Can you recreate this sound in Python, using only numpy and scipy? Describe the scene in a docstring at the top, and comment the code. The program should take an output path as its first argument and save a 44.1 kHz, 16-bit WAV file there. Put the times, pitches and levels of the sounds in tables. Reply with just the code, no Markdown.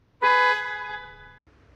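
"""Truck horn on a country road

From the cab, a truck's two-tone horn gives one blast: two stacks of rasping overtones, with hiss and rough bursts.
Trees and fields send the chord back for almost a second, each overtone fading in and out on its own.
Uneven engine orders and shaped road noise run underneath. Near the end the sound drops out briefly,
leaving a faint rumble, and returns without the echo, with the engine and road noise changed in colour."""
import sys
import numpy as np
from scipy import signal
from scipy.fft import rfft, irfft, next_fast_len
from scipy.io import wavfile

SR = 44100
rng = np.random.default_rng(int(sys.argv[2]) if len(sys.argv) > 2 else 0)


def inscribe(sig):
    """Save sig as 16-bit PCM at rate SR to the path in sys.argv[1].

    A 1-D sig is mono; a 2-D sig holds one channel per row.
    Samples are clipped to [-1, 1] before scaling.
    """
    pcm = np.round(np.clip(np.atleast_2d(sig).T, -1, 1) * 32767)
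    wavfile.write(sys.argv[1], SR, pcm.astype(np.int16))


N = 77175
T = np.arange(N) / SR  # s
EDGE_HZ = 15650  # upper band limit

# Road and cab noise before and after the dropout: pitch_hz, relative level_db (per Hz)
ROAD_COLOUR = [(25, -5.5), (45, -2.5), (85, 3.5), (150, -2.5), (300, -8.5), (600, -16.5), (1200, -19.5),
               (2800, -27), (6000, -36), (7500, -52), (15000, -49.5)]
LATE_ROAD_COLOUR = [(25, -20.5), (50, -5.5), (90, -5.5), (190, -16.5), (300, -9), (530, -15), (800, -21.5),
                    (1400, -19), (2300, -25), (3000, -31.5), (6000, -39), (7500, -50.5), (15000, -64)]
# Road noise level up to the dropout: start_s, level_db
ROAD_LEVEL = [(0, -63.5), (.2, -61), (.7, -58.5), (.9, -56), (1.38, -58)]
LATE_ROAD_DB = -58

# Engine orders: multiple of the firing rate, level_db before the dropout ends, level_db after it
ENGINE_ORDERS = [(1, -57.5, -83), (2, -74, -57.5), (3, -73.5, -62), (4.3, -66.5, -66.5)]
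# Overall engine level, added to every order: start_s, level_db
ENGINE_LEVEL = [(0, -17.5), (.65, -7.5), (.85, -3.5), (1.25, 4.5), (1.45, -12.5), (1.75, 2.5)]
FIRING_HZ = 30.8  # mean rate

# Air noise of the blast: pitch_hz, relative level_db (per Hz)
AIR_COLOUR = [(100, -14.5), (250, 5.5), (400, -7), (640, -6.5), (1100, 5), (2000, -1.5), (2700, -13.5),
              (3800, -8), (5600, -31), (7300, -28.5), (8500, -37), (15000, -44.5)]
AIR_DB, EARLY_AIR_DB = -59, 8.5  # EARLY_AIR_DB is added once, and once more until SETTLE_S

LOW_HZ, HIGH_HZ = 419.25, 498.35  # the two horns
LOW_DB, HIGH_DB = -28, -24  # base levels, to which the overtone tables add
# Overtones of each horn: multiple of its pitch, level_db
LOW_OVERTONES = [(1, -17), (2, -4), (3, -15.5), (4, 1.5), (5, -6.5), (6, -18.5), (7, -22.5), (8, -21),
                 (9, -21.5), (10, -29), (11, -22), (12, -27.5), (13, -32), (14, -38), (15, -35.5),
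                 (16, -54.5), (17, -39.5), (18, -51)]
HIGH_OVERTONES = [(1, -6), (2, 1.5), (3, -7), (4, -6), (5, -21), (6, -21), (7, -20.5), (8, -20.5), (9, -24),
                  (10, -30), (11, -36), (12, -41), (13, -45.5), (14, -50), (15, -45)]
# Weak overtones above those: pitch_hz, level_db
TOP_OVERTONES = [(7900, -83.5), (9000, -76.5), (10300, -82.5), (11300, -91.5), (12800, -86.5),
                 (14200, -88.5), (15500, -99)]
TOP_UNEVEN_DB = 6  # random spread of their levels
# An overtone swells or sinks where its paths add or cancel: middle_s, half_length_s, pitch_hz, level_db
SWELLS = [(.23, 0.027, 419, 17), (0.532, 0.017, 419, 11.5), (1.157, 0.093, 419, 9),
          (0.647, 0.013, 838, -13), (1, 0.24, 838, 3), (.29, 0.057, 997, 3.5), (0.66, 0.025, 997, 3.5),
          (0.766, 0.024, 997, -10), (.845, 0.042, 997, 8), (1.154, 0.072, 997, -7.5),
          (1.8, 0.13, 1257, 13.5), (0.91, 0.0089, 1700, 2), (0.83, 0.0087, 960, 5),
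          (1.04, 0.011, 1495, 6.5), (1.3, .09, 1800, 9), (0.978, 0.068, 1677, 7), (1.022, 0.16, 1677, -11),
          (1.28, .08, 710, 7), (.283, 0.011, 1993, -24.5), (1.1, 0.21, 2096, -13), (.255, 0.037, 2500, 11),
          (0.86, 0.045, 2500, 13.5), (0.95, 0.07, 3488, 6.5), (1.17, 0.25, 3488, 9.5),
          (1.2, 0.15, 5005, 10)]
SAME_OVERTONE_HZ = 30  # a swell acts on overtones closer than this
ON_S, OFF_S, SETTLE_S = 0.225, 0.528, 0.29  # middle of rise, of fall; both horns rasp more until SETTLE_S
ATTACK_S, RELEASE_S = 0.004, 0.0068  # width settings of the smooth steps
LOW_LAG_S, TREBLE_LAG_S_PER_KHZ = 0.0098, 0.0041
SCOOP_HZ, SCOOP_S = 3.2, 0.022  # pitch starts this far below, and settles with this time constant
WAVER_HZ, WAVER_RATE_HZ = 0.49, 27  # pitch tremble: scale and speed
RASP_DB, EARLY_RASP_DB, RASP_WIDTH_HZ = -26, -16, 45  # against each overtone

SLAP_DELAY_S = 0.071  # first reflection, from the roadside trees
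# Its strength against the blast: pitch_hz, level_db
SLAP_COLOUR = [(420, -13.5), (500, -33), (1000, -25), (1500, -27), (1680, -11), (2100, -25), (2500, -3),
               (3200, -2), (4300, -18.5), (6000, -9), (9000, -9.5), (14000, -11.5)]
# Echo of each horn against its blast: start_s, level_db
LOW_ECHO = [(.25, -19.5), (.48, -7.5), (.57, 2.5), (0.651, -0.5), (.77, 0.5), (.86, -3.5), (0.941, 2.5),
            (1.001, -9.5), (1.07, -9), (1.16, -16.5), (1.26, -17.5), (1.38, -22)]
HIGH_ECHO = [(.25, -17), (.48, -1), (.56, -7), (0.621, -3), (.71, -3), (.77, -6.5), (.85, -9),
             (0.979, -8.5), (1.04, -10.5), (1.12, -16), (1.259, -18), (1.38, -25)]
# Colour of the echo: pitch_hz, level_db
ECHO_COLOUR = [(420, -6.5), (500, -15), (840, -10), (1000, -14.5), (1260, -6.5), (1500, -4.5), (1680, -9),
               (2050, -10), (2500, -13.5), (3000, -9), (3500, -5.5), (4500, -12), (6000, -2.5),
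               (14000, -4.5)]
ECHO_DULLING_DB_PER_KHZ_S, DULL_FROM_HZ = 9, 2650
FADING_DB, DRIFT_RAD, FADING_HZ = 1.74, 0.31, 21  # depth scales at 1 kHz, and speed
SCATTER_DB, SCATTER_HZ = -10.5, 24

# Rough bursts as the horns catch, settle and let go: middle_s, half_length_s, level_db
BURSTS = [(0.241, 0.021, -40), (0.32, 0.014, -44.5), (0.54, .025, -52)]
# Their colour: pitch_hz, relative level_db (per Hz)
BURST_COLOUR = [(100, -12), (230, -1.5), (400, 0.5), (640, -2.5), (1100, -5.5), (1500, -7), (2500, -7.5),
                (4000, -22.5), (5500, -32.5), (7500, -29), (10000, -41), (15000, -46)]

GAP_FROM_S, GAP_TO_S, GAP_FADE_S, GAP_DB = 1.376, 1.467, 0.0095, -33  # GAP_DB: gain of the rumble left


def amp(db):
    """Decibels to gain."""
    return 10 ** (np.asarray(db) / 20)


def unit(x):
    """Scales to an rms of one."""
    return x / np.sqrt(np.mean(abs(x) ** 2) + 1e-20)


def curve(points):
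    """Joins (s, value) points by straight lines."""
    return np.interp(T, *np.transpose(points))


def read(points, hz):
    """Reads a spectrum on a log-frequency axis."""
    pitch_hz, value = np.transpose(points)
    return np.interp(np.log(hz + 1), np.log(pitch_hz + 1), value)


def step(at_s, width_s):
    """Smooth rise from 0 to 1, halfway at at_s."""
    return 0.5 + 0.5 * np.tanh((T - at_s) / (2 * width_s))


def bump(middle_s, half_s):
    """Bell-shaped swell with a peak of 1."""
    return np.exp(-((T - middle_s) / half_s) ** 2)


def noise(colour):
    """Random noise of rms one, coloured by a spectrum table."""
    size = next_fast_len(N)
    gain = amp(read(colour, np.fft.rfftfreq(size, 1 / SR)))
    spectrum = rfft(rng.standard_normal(size)) * gain
    return unit(irfft(spectrum, size)[:N])


def wander(rate_hz):
    """Smooth complex chance of rms one, mostly slower than about twice rate_hz; both parts independent."""
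    hz = np.fft.fftfreq(4096, 32 / SR)  # one point per 32 samples
    phase = 2j * np.pi * rng.random(len(hz))
    z = np.fft.ifft(np.exp(phase - 0.5 * (hz / rate_hz) ** 2))
    return unit(np.interp(np.arange(N) / 32, np.arange(len(z)), z))


def road():
    """Rumble and wash in the cab: broadband noise that changes colour after the dropout."""
    before = amp(curve(ROAD_LEVEL)) * noise(ROAD_COLOUR)
    after = amp(LATE_ROAD_DB) * noise(LATE_ROAD_COLOUR)
    return np.where(T < GAP_TO_S, before, after)


def engine():
    """Low, uneven orders of a slow-running engine, all following one wandering firing rate."""
    turns = np.cumsum(FIRING_HZ * (1 + 0.063 * wander(2.7).real)) / SR
    out = np.zeros(N)
    for order, before_db, after_db in ENGINE_ORDERS:
        level = amp(np.where(T < GAP_TO_S, before_db, after_db))
        unevenness = 1 + 0.16 * wander(8)
        tone = np.exp(2j * np.pi * (order * turns + rng.random()))
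        out += level * (unevenness * tone).real
    return np.sqrt(2) * amp(curve(ENGINE_LEVEL)) * out


def air():
    """Hiss under the blast, strongest while the horns settle."""
    gate = step(ON_S - ATTACK_S, ATTACK_S) * (1 - step(OFF_S + RELEASE_S, RELEASE_S))
    level_db = AIR_DB + EARLY_AIR_DB * (2 - step(SETTLE_S, 0.015))
    return gate * amp(level_db) * noise(AIR_COLOUR)


def horn(pitch_hz, level_db, overtones, echo_level, lag_s):
    """A buzzing diaphragm and its flare: a stack of slightly rasping overtones, with their echoes."""
    scoop = SCOOP_HZ * np.exp(-np.maximum(T - ON_S, 0) / SCOOP_S)
    turns = np.cumsum(pitch_hz - scoop + WAVER_HZ * wander(WAVER_RATE_HZ).real) / SR
    rasp = amp(RASP_DB) + amp(EARLY_RASP_DB) * (1 - step(SETTLE_S, ATTACK_S))
    slap_end = step(OFF_S + SLAP_DELAY_S, RELEASE_S)
    slap_gate = step(ON_S + SLAP_DELAY_S, ATTACK_S) * (1 - slap_end)
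    echo_db = curve(echo_level)
    out = np.zeros(N)
    for k in range(1, int(EDGE_HZ / pitch_hz) + 1):
        hz = k * pitch_hz
        if k <= len(overtones):
            db = level_db + overtones[k - 1][1]
        else:
            db = read(TOP_OVERTONES, hz) + TOP_UNEVEN_DB * rng.standard_normal()
        for middle_s, half_s, swell_hz, swell_db in SWELLS:
            if abs(swell_hz - hz) < SAME_OVERTONE_HZ:
                db = db + swell_db * bump(middle_s, half_s)
        # higher overtones start and stop later, up to 10 kHz
        late_s = lag_s + TREBLE_LAG_S_PER_KHZ * (min(hz / 1000, 10) - 1)
        blast = (1 - step(OFF_S + late_s, RELEASE_S)) * (1 + rasp * wander(RASP_WIDTH_HZ))
        slap = 1j * amp(read(SLAP_COLOUR, hz)) * slap_gate
        carrier = np.exp(2j * np.pi * (k * turns + rng.random()))
        overtone = (blast + slap + echo(hz, echo_db)) * carrier
        out += np.sqrt(2) * amp(db) * step(ON_S + late_s, ATTACK_S) * overtone.real
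    return out


def echo(hz, level_db):
    """One overtone's return over many paths: short waves fade and drift more, and die sooner."""
    khz = hz / 1000
    slow = wander(FADING_HZ) * np.sqrt(min(khz, 5))
    dulling_db_per_s = ECHO_DULLING_DB_PER_KHZ_S * khz * max(1 - DULL_FROM_HZ / hz, 0)
    dulling_db = dulling_db_per_s * np.maximum(T - OFF_S, 0)
    gain = amp(level_db + read(ECHO_COLOUR, hz) - dulling_db + FADING_DB * slow.real)
    drift = np.exp(1j * DRIFT_RAD * slow.imag)
    return gain * drift * (1j + amp(SCATTER_DB) * wander(SCATTER_HZ))


def bursts():
    """Short swells of rough noise on the blast."""
    level = sum(amp(db) * bump(middle_s, half_s) for middle_s, half_s, db in BURSTS)
    return level * noise(BURST_COLOUR)


def scene():
    """Both horns over the engine and the road; the horns and their echo stop when the dropout ends."""
    low = horn(LOW_HZ, LOW_DB, LOW_OVERTONES, LOW_ECHO, LOW_LAG_S)
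    high = horn(HIGH_HZ, HIGH_DB, HIGH_OVERTONES, HIGH_ECHO, 0)
    horns = (low + high) * (T < GAP_TO_S)
    return (road() + engine() + air() + horns + bursts())[None]


def record(dry):
    """The sound drops out briefly, leaving only a faint rumble; then the band limit."""
    gap = np.clip((T - GAP_FROM_S) / GAP_FADE_S, 0, 1) * (T < GAP_TO_S)  # fades out, returns at once
    low_pass = signal.butter(2, 200, fs=SR, output="sos")
    rumble = amp(GAP_DB) * signal.sosfilt(low_pass, dry)
    out = dry * (1 - gap) + rumble * gap
    band_limit = signal.firwin(511, EDGE_HZ, window=("kaiser", 9), fs=SR)
    return signal.oaconvolve(out, band_limit[None], "same")


dry = scene()
out = record(dry)
inscribe(out)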